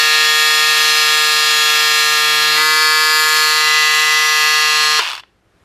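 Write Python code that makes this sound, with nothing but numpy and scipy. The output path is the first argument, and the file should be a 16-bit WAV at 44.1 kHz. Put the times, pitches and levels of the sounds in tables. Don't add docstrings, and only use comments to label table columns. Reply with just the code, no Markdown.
import sys
import numpy as np
from scipy import signal
from scipy.fft import rfft, irfft, next_fast_len
from scipy.io import wavfile
from scipy.ndimage import uniform_filter1d

SR = 44100
rng = np.random.default_rng(int(sys.argv[2]) if len(sys.argv) > 2 else 0)


def int16_out(signal):
    q = np.round(np.clip(np.atleast_2d(signal).T, -1, 1) * 32767)
    wavfile.write(sys.argv[1], SR, q.astype(np.int16))


N = 248944
TIME = np.arange(N) / SR


def amp(db):
    return np.exp(np.asarray(db) * (np.log(10) / 20))


def unit(x):
    return x / np.sqrt(np.mean(x ** 2) + 1e-20)


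def along(points, hz):
    f, v = np.transpose(points)
    return np.interp(np.log(hz + 1), np.log(f + 1), v)


def curves(rows):
    s, *columns = np.transpose(rows)
    return [np.interp(TIME, s, column) for column in columns]


def wobble(rate):
    knots = rng.standard_normal(int(N * rate / SR) + 3)
    return np.interp(TIME * rate, np.arange(len(knots)), knots)


def filtered(x, response):
    m = next_fast_len(N + 8192)
    return irfft(rfft(x, m) * response(np.fft.rfftfreq(m, 1 / SR)), m)[..., :N]


def noise(spectrum):
    white = rng.standard_normal(N)
    return unit(filtered(white, lambda hz: amp(along(spectrum, hz))))


def causal(gain):
    cepstrum = irfft(np.log(np.maximum(gain, 1e-6)))
    middle = len(cepstrum) // 2
    cepstrum[1:middle] *= 2
    cepstrum[middle + 1:] = 0
    return np.exp(rfft(cepstrum))


def lift(x, centre, half_width):
    return 1 / (1 + ((x - centre) / half_width) ** 2)


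def thin(x, corner_hz):
    def highpass(hz):
        return (1j * hz) ** 2 / (corner_hz ** 2 - hz ** 2 + 1j * np.sqrt(2) * corner_hz * hz)
    return filtered(x, highpass)


def strokes(turn, back, back_db, fall):
    shut = np.exp(-(turn % 1) / fall)
    swing_back = np.exp(-((turn - back) % 1) / fall)
    return unit(shut + amp(back_db) * swing_back)


# (time [s], rate [strokes/s])
STROKE_RATE = [(0.1, 153.33), (1, 153), (1.72, 152.4), (2.33, 152.25), (2.57, 152.87), (2.63, 155.05),
               (3.2, 154.77), (3.5, 154.37), (3.85, 153.7), (4.18, 153.95), (4.45, 153.25), (4.9, 152.8)]
# (multiple of stroke rate, relative level [dB])
BUZZ_CUT = [(1, -51), (2, -51.5), (3, -32), (4, -44.5), (5, -36.5), (6, -36), (7, -32), (8, -24),
            (9, -26.5), (10, -45.5), (11, -23.5), (12, -30.5), (13, -34), (14, -30.5), (15, -26.5),
            (16, -30.5), (17, -25.5), (18, -24.5), (19, -30.5), (20, -41.5), (21, -28.5), (22, -22.5),
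            (23, -36), (24, -27.5), (25, -31), (26, -30), (27, -28), (28, -33), (29, -29.5), (30, -48),
            (31, -46), (32, -30.5), (33, -29.5), (34, -39), (35, -36.5), (36, -33), (37, -36), (38, -36.5)]
BUZZ_EDGE = [(1, -54.5), (2, -50), (3, -30.5), (4, -52.5), (5, -45), (6, -29), (7, -25), (8, -20.5),
             (9, -23.5), (10, -27), (11, -20), (12, -38), (13, -27), (14, -49), (15, -24), (16, -31.5),
             (17, -31.5), (18, -33), (19, -36.5), (20, -34.5), (21, -27), (22, -34), (23, -40), (24, -31),
             (25, -34), (26, -36.5), (27, -34.5), (28, -25.5), (29, -32), (30, -29), (31, -27.5), (32, -34),
             (33, -27.5), (34, -37.5), (35, -41.5), (36, -45), (37, -45.5), (38, -53)]
BUZZ_FREE = [(1, -51.5), (2, -57), (3, -35), (4, -66.5), (5, -38.0), (6, -37), (7, -26), (8, -24),
             (9, -30.5), (10, -35), (11, -23.5), (12, -30.5), (13, -30.5), (14, -41), (15, -36),
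             (16, -30.5), (17, -27), (18, -25), (19, -29.5), (20, -38), (21, -28), (22, -32.5), (23, -31.5),
             (24, -40.5), (25, -36.5), (26, -29.5), (27, -37.5), (28, -36), (29, -28), (30, -36.5),
             (31, -45), (32, -35.5), (33, -36), (34, -37), (35, -41.5), (36, -35.5), (37, -29.5), (38, -33)]
RETURN_KNOCK = [0.45, 0.81, 0.74]
# (buzz level [dB], rasp level [dB])
LOAD_TRIM = [(-0.65, -0.95), (-0.05, -1.5), (0.5, -1.3)]
# (time [s], resonance [Hz], lift [dB])
HOUSING = [(0.3, 1860, 14), (1.3, 1835, 7.5), (2.0, 1867, 15), (2.52, 1875, 14.5), (2.59, 1960, 13),
           (2.68, 1940, 12), (3.45, 1930, 11), (3.7, 1965, 14), (4.2, 1995, 13.5), (4.9, 1945, 9.5)]
# (time [s], resonance [Hz], lift [dB])
BLADE = [(0.0, 4300, 10.5), (0.04, 4200, 4.5), (0.54, 4280, 6), (1.17, 4160, 6), (2.56, 4270, 8),
         (2.63, 4500, 5.5), (2.96, 4480, 7.5), (3.72, 4160, 7.5), (4.07, 4390, 4.5), (4.95, 4230, 11)]
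HOUSING_WIDTH_HZ, BLADE_WIDTH_HZ = 59.5, 137
RELEASE_S = 2.58
DRONE_DB, DRONE_S = 8, 0.25


def buzz(turn, shares, flutter_db, bright_db, sway_db):
    rate = curves(STROKE_RATE)[0]
    housing_hz, housing_db = curves(HOUSING)
    blade_hz, blade_db = curves(BLADE)
    level_db = np.array(LOAD_TRIM)[:, 0] @ shares + sway_db * wobble(6.7)
    drone_db = DRONE_DB * lift(TIME, RELEASE_S, DRONE_S)
    gains = amp(np.array([BUZZ_CUT, BUZZ_EDGE, BUZZ_FREE])[:, :, 1])
    body = np.pad(uniform_filter1d(gains.mean(0), size=3), (1, 26), "edge")
    lag = np.angle(causal(body))
    split = np.exp(.5j * np.pi * (np.array(RETURN_KNOCK) @ shares))
    out = np.zeros(N)
    spin, rotor = np.exp(2j * np.pi * turn), np.ones(N, complex)
    for order, gain in enumerate(gains.T, 1):
        rotor *= spin
        ring_db = housing_db * lift(order * rate, housing_hz, HOUSING_WIDTH_HZ)
        ring_db = ring_db + blade_db * lift(order * rate, blade_hz, BLADE_WIDTH_HZ)
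        treble_db = order / len(BUZZ_CUT) * (bright_db + flutter_db * wobble(7))
        size = (gain @ shares) * amp(level_db + ring_db + treble_db + drone_db * (order <= 2))
        phase = lag[order] + np.pi * order * (order > 16) + .55 * rng.standard_normal()
        partial = rotor * np.exp(1j * phase) * (split if order % 2 else 1)
        out += size * partial.real
    return np.sqrt(2) * out


# (frequency [Hz], relative level per multiple [dB])
STEEL_RING = [(5900, 7.5), (6500, -0.5), (7100, 9.5), (7900, 0.5), (8600, -4.5), (9600, -7), (11000, 0),
              (11800, -3), (12500, -1), (13500, -11.5), (15000, -18)]


def zing(turn, drift_db, drift_rate):
    out, spin = np.zeros(N), np.exp(2j * np.pi * turn)
    rotor = spin ** len(BUZZ_CUT)
    for order in range(len(BUZZ_CUT) + 1, 96):
        rotor *= spin
        db = along(STEEL_RING, order * STROKE_RATE[0][1]) + drift_db * wobble(drift_rate)
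        out += amp(db) * (rotor * np.exp(2j * np.pi * rng.random())).real
    return unit(out)


def patchy(x, depth_db):
    spectrum = signal.stft(x, nperseg=512)[2]
    field = rng.standard_normal(spectrum.shape)
    field = uniform_filter1d(field, size=4, axis=0)
    field = uniform_filter1d(field, size=70, axis=1)
    return unit(signal.istft(spectrum * amp(depth_db * unit(field)), nperseg=512)[1][:N])


# (time [s], state [0-2])
STATE = [(0, 0.02), (2.55, 0.1), (2.61, 1), (3.44, 1.38), (3.49, 1.53), (3.85, 2)]
# (frequency [Hz], relative level [dB per Hz])
RASP_CUT = [(100, -53.5), (400, -32.5), (650, -19.5), (1000, -9), (1500, -5.5), (2100, -3.5), (2700, 3.5),
            (3050, -2), (3500, -0.5), (4300, 1.5), (5300, -2.5), (6400, -8.5), (7200, -8.5), (8800, -24)]
RASP_EDGE = [(100, -47.5), (400, -25.5), (650, -25.5), (1000, -6), (1500, -8.5), (2100, -1), (2600, -5.5),
             (3050, -6.5), (3600, 1.5), (4500, 0.5), (5200, -2.5), (5900, -10.5), (7200, -15),
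             (8800, -23.5)]
RASP_FREE = [(100, -50.5), (400, -31.5), (650, -32), (1000, -2), (1500, -9.5), (2100, 1), (2750, 2.5),
             (3300, -1), (4300, 1.5), (5100, -1.5), (5700, -9), (6400, -1), (7400, -10), (8800, -28)]
# (frequency [Hz], relative level [dB per Hz])
EDGE_HISS = [(4120, -55.5), (7000, -4), (8600, 1), (12400, -2.5), (14600, -10.5), (15700, -25)]
# (time [s], relative rasp level [dB], relative hiss level [dB])
RUBBING = [(0.0, -14, -29), (0.26, -14, -30.5), (0.91, -13, -27.5), (2.16, -15.5, -28),
           (2.51, -14.5, -29.5), (2.66, -15.5, -27), (3.05, -16, -29), (3.42, -15, -27.5), (3.63, -15, -31),
           (4.95, -15.5, -31)]
OFF_S = 4.996


def running(back=.5, buzz_db=-1.25, rasp_db=-5.0, hiss_db=-3, steel_db=2.5):
    turn = np.cumsum(curves(STROKE_RATE)[0]) / SR + .0008 * wobble(130) + .0018 * wobble(20)
    colours = (RASP_CUT, RASP_EDGE, RASP_FREE)
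    distance = np.abs(np.clip(curves(STATE)[0], 0, 2) - np.arange(len(colours))[:, None])
    shares = np.maximum(0, 1 - distance)
    rasp_level, hiss_level = curves(RUBBING)

    tone = amp(buzz_db) * buzz(turn, shares, flutter_db=3.0, bright_db=1.0, sway_db=0.33)
    steel = amp(hiss_level + steel_db) * zing(turn, drift_db=4.5, drift_rate=2.5)
    rubbing = np.zeros(N)
    for share, colour, (_, trim_db) in zip(shares, colours, LOAD_TRIM):
        rubbing += np.sqrt(share) * amp(trim_db) * noise(colour)
    uneven = amp(1 * wobble(200) + .5 * wobble(12))
    rasp_pulse = strokes(turn + .5, back, back_db=-4.5, fall=.9)
    rasp = amp(rasp_level + rasp_db) * uneven * rubbing * rasp_pulse
    hiss_pulse = strokes(turn + .5, back, back_db=-7.5, fall=0.48)
    hiss = amp(hiss_level + hiss_db) * uneven * patchy(noise(EDGE_HISS), depth_db=2.5) * hiss_pulse
    powered = np.exp(-np.maximum(TIME - OFF_S, 0) / 0.0017)
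    return (tone + steel + thin(rasp + hiss, corner_hz=302)) * powered


# (frequency [Hz], relative level [dB per Hz])
AIR = [(15, -33), (25, -15), (98, -3.5), (131, -11), (202, -5.5), (231, -15.5), (309, -7), (475, -12),
       (903, -17.5), (1310, -16), (3930, -27), (12800, -40), (15000, -62)]
# (time [s], relative level [dB])
AIR_LEVEL = [(5.29, -58.5), (5.42, -60), (5.63, -54)]
# (frequency [Hz], level [dB])
HUM = [(60, -69.5), (90, -75.5), (120, -74)]


def room_tone(air_db=-1):
    hum = sum(np.sqrt(2) * amp(db) * np.sin(2 * np.pi * (hz * TIME + rng.random())) for hz, db in HUM)
    return amp(curves(AIR_LEVEL)[0] + air_db) * noise(AIR) + hum


def echo(x, decays):
    hz, t, z = signal.stft(rng.standard_normal(SR // 3), SR, nperseg=256)
    decay = amp(-60 * t / along(decays, hz)[:, None])
    tail = signal.istft(z * decay, SR, nperseg=256)[1]
    return signal.fftconvolve(x, tail / np.linalg.norm(tail))[:N]


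# (frequency [Hz], relative level [dB per Hz])
SLIP = [(100, -26), (650, -16), (950, -2), (1500, -12), (2000, 0.5), (2600, 0), (3200, -12.5), (4200, -3),
        (5200, -8.5), (9000, -24.5)]


def slip(width_s=0.028, slip_db=-20):
    return amp(slip_db) * np.exp(-((TIME - RELEASE_S) / width_s) ** 2) * noise(SLIP)


REST_S, BRAKE = 5.24, 513
SAG_S = 0.022


def coasting():
    excess_rate = STROKE_RATE[-1][1] - BRAKE * (REST_S - OFF_S)
    sag = excess_rate * SAG_S * np.exp(-np.maximum(TIME - OFF_S, 0) / SAG_S)
    return -BRAKE / 2 * np.maximum(REST_S - TIME, 0) ** 2 - sag


# (time [s], relative click level [dB], relative thump level [dB])
SWITCH = (4.9909, -10, 0)
CLACK_DB, RETURN_DB, CLACK_THUMP_DB = -14, -4, -35
FIRM_RATE, SOFTEN_DB = 54, 11.5


def contacts(turn, count):
    half = np.arange(count)
    s = np.searchsorted(turn, -half / 2 - .006) / SR
    slow = np.maximum(1 - BRAKE * (REST_S - s) / FIRM_RATE, 0)
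    click_db = CLACK_DB + RETURN_DB * (half % 2) - SOFTEN_DB * slow
    return [SWITCH] + [(at, db, CLACK_THUMP_DB) for at, db in zip(s, click_db)]


# (frequency [Hz], relative level [dB per Hz])
SHELL = [(150, -74), (250, -44), (384, -21), (448, -35.5), (675, -11.5), (761, -33), (1000, -4.5),
         (1390, -6), (2060, -8.5), (2800, -2), (3810, -14), (4520, -8), (4930, -13.5), (5650, -18),
         (15000, -39.5)]
# (frequency [Hz], width [Hz], relative level [dB])
SHELL_MODES = [(963, 110, 2), (2570, 64, -5), (3500, 140, 1.5), (4020, 32, -0.5), (4700, 28, -14),
               (4570, 44, -14), (5400, 31, -1)]


def shell_noise(modes_db):
    def modes(hz):
        total = 0
        for k, (centre, width, db) in enumerate(SHELL_MODES):
            resonator = 1j * hz * width / (centre * centre - hz * hz + 1j * hz * width)
            total = total + (-1) ** k * amp(db) * resonator
        return total
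    ringing = unit(filtered(rng.standard_normal(N), modes))
    return unit(noise(SHELL) + amp(modes_db) * ringing)


# (time [s], relative level [dB])
COAST = [(5.0, -10), (5.012, -13), (5.112, -20.5), (5.202, -30.5), (5.22, -53)]
# (frequency [Hz], relative level [dB], time to fall by 60 dB [s])
THUMP = [(426, -11, 0.026), (850, -8.5, 0.013), (1015, -4, 0.028), (1360, 2.5, 0.022)]


def stopping(coast_db=-5.0, clack_db=-4.0, thump_db=-6, hum_db=-30, ring_s=0.0022, soft_hz=3800):
    since = np.maximum(TIME - OFF_S, 0)
    turn = coasting()
    fade = (TIME > OFF_S) * np.exp(-np.maximum(TIME - COAST[-1][0], 0) / .01)
    rattle = amp(curves(COAST)[0] + coast_db) * fade * strokes(turn, .5, back_db=-2.5, fall=0.45)
    hum = amp(hum_db) * (TIME > OFF_S) * np.exp(-since / 0.019) * np.sin(6 * np.pi * turn)

    blows, thumps = np.zeros(N), np.zeros(N)
    age = np.arange(SR // 10) / SR
    blow = np.exp(-age / ring_s) * (1 - np.exp(-age / .0005))
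    soft_start = np.sin(np.pi / 2 * np.minimum(age / .002, 1)) ** 2
    for s, click_db, low_db in contacts(turn, count=15):
        start = round(s * SR)
        blows[start:][:len(age)] += amp(click_db) * blow
        for hz, mode_db, t60 in THUMP:
            decay = amp(low_db + mode_db - 60 * age / t60)
            thumps[start:][:len(age)] += decay * np.sin(2 * np.pi * hz * age) * soft_start
    clack = shell_noise(modes_db=-8.0)
    dull = filtered(clack, lambda hz: 1 / (1 + (hz / soft_hz) ** 4))
    brightness = np.interp(TIME, [5.16, 5.23], [1.9, .1])
    clacks = amp(clack_db) * blows * (dull + brightness * (clack - dull))
    knocks = rattle * shell_noise(modes_db=-6.5) + clacks + amp(thump_db) * thumps
    return hum + thin(knocks, corner_hz=383)


def scattered(hz):
    grid = np.arange(0, SR, 40)
    delay = np.interp(hz, grid, rng.uniform(0, .012, len(grid)))
    return 1j * np.exp(-2j * np.pi * np.cumsum(delay * (hz > 1500)) * hz[1])


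# (frequency [Hz], side minus mid level [dB])
WIDTH = [(100, -11.5), (1200, -41.5), (2500, -28.5), (5000, -23), (7000, -34.5), (9000, -1), (11000, -2.5),
         (14000, -2.5)]
# (frequency [Hz], time to fall by 60 dB [s])
ROOM = [(200, 0.19), (2000, 0.37), (10000, 0.26)]
ROOM_DB = -20


def scene():
    tool = running() + slip() + stopping()
    mid = tool + amp(ROOM_DB) * echo(tool, ROOM) + room_tone()
    side = filtered(mid, lambda hz: amp(along(WIDTH, hz)) * scattered(hz))
    trim = amp([[.27], [-.27]])
    return np.array([mid + side, mid - side]) * trim


TOP_HZ = 15850


def record(dry):
    rounded = dry / (1 + np.abs(dry) ** 8) ** (1 / 8)
    return filtered(rounded, lambda hz: np.clip((TOP_HZ - hz) / 500, 0, 1))


dry = scene()
out = record(dry)
int16_out(out)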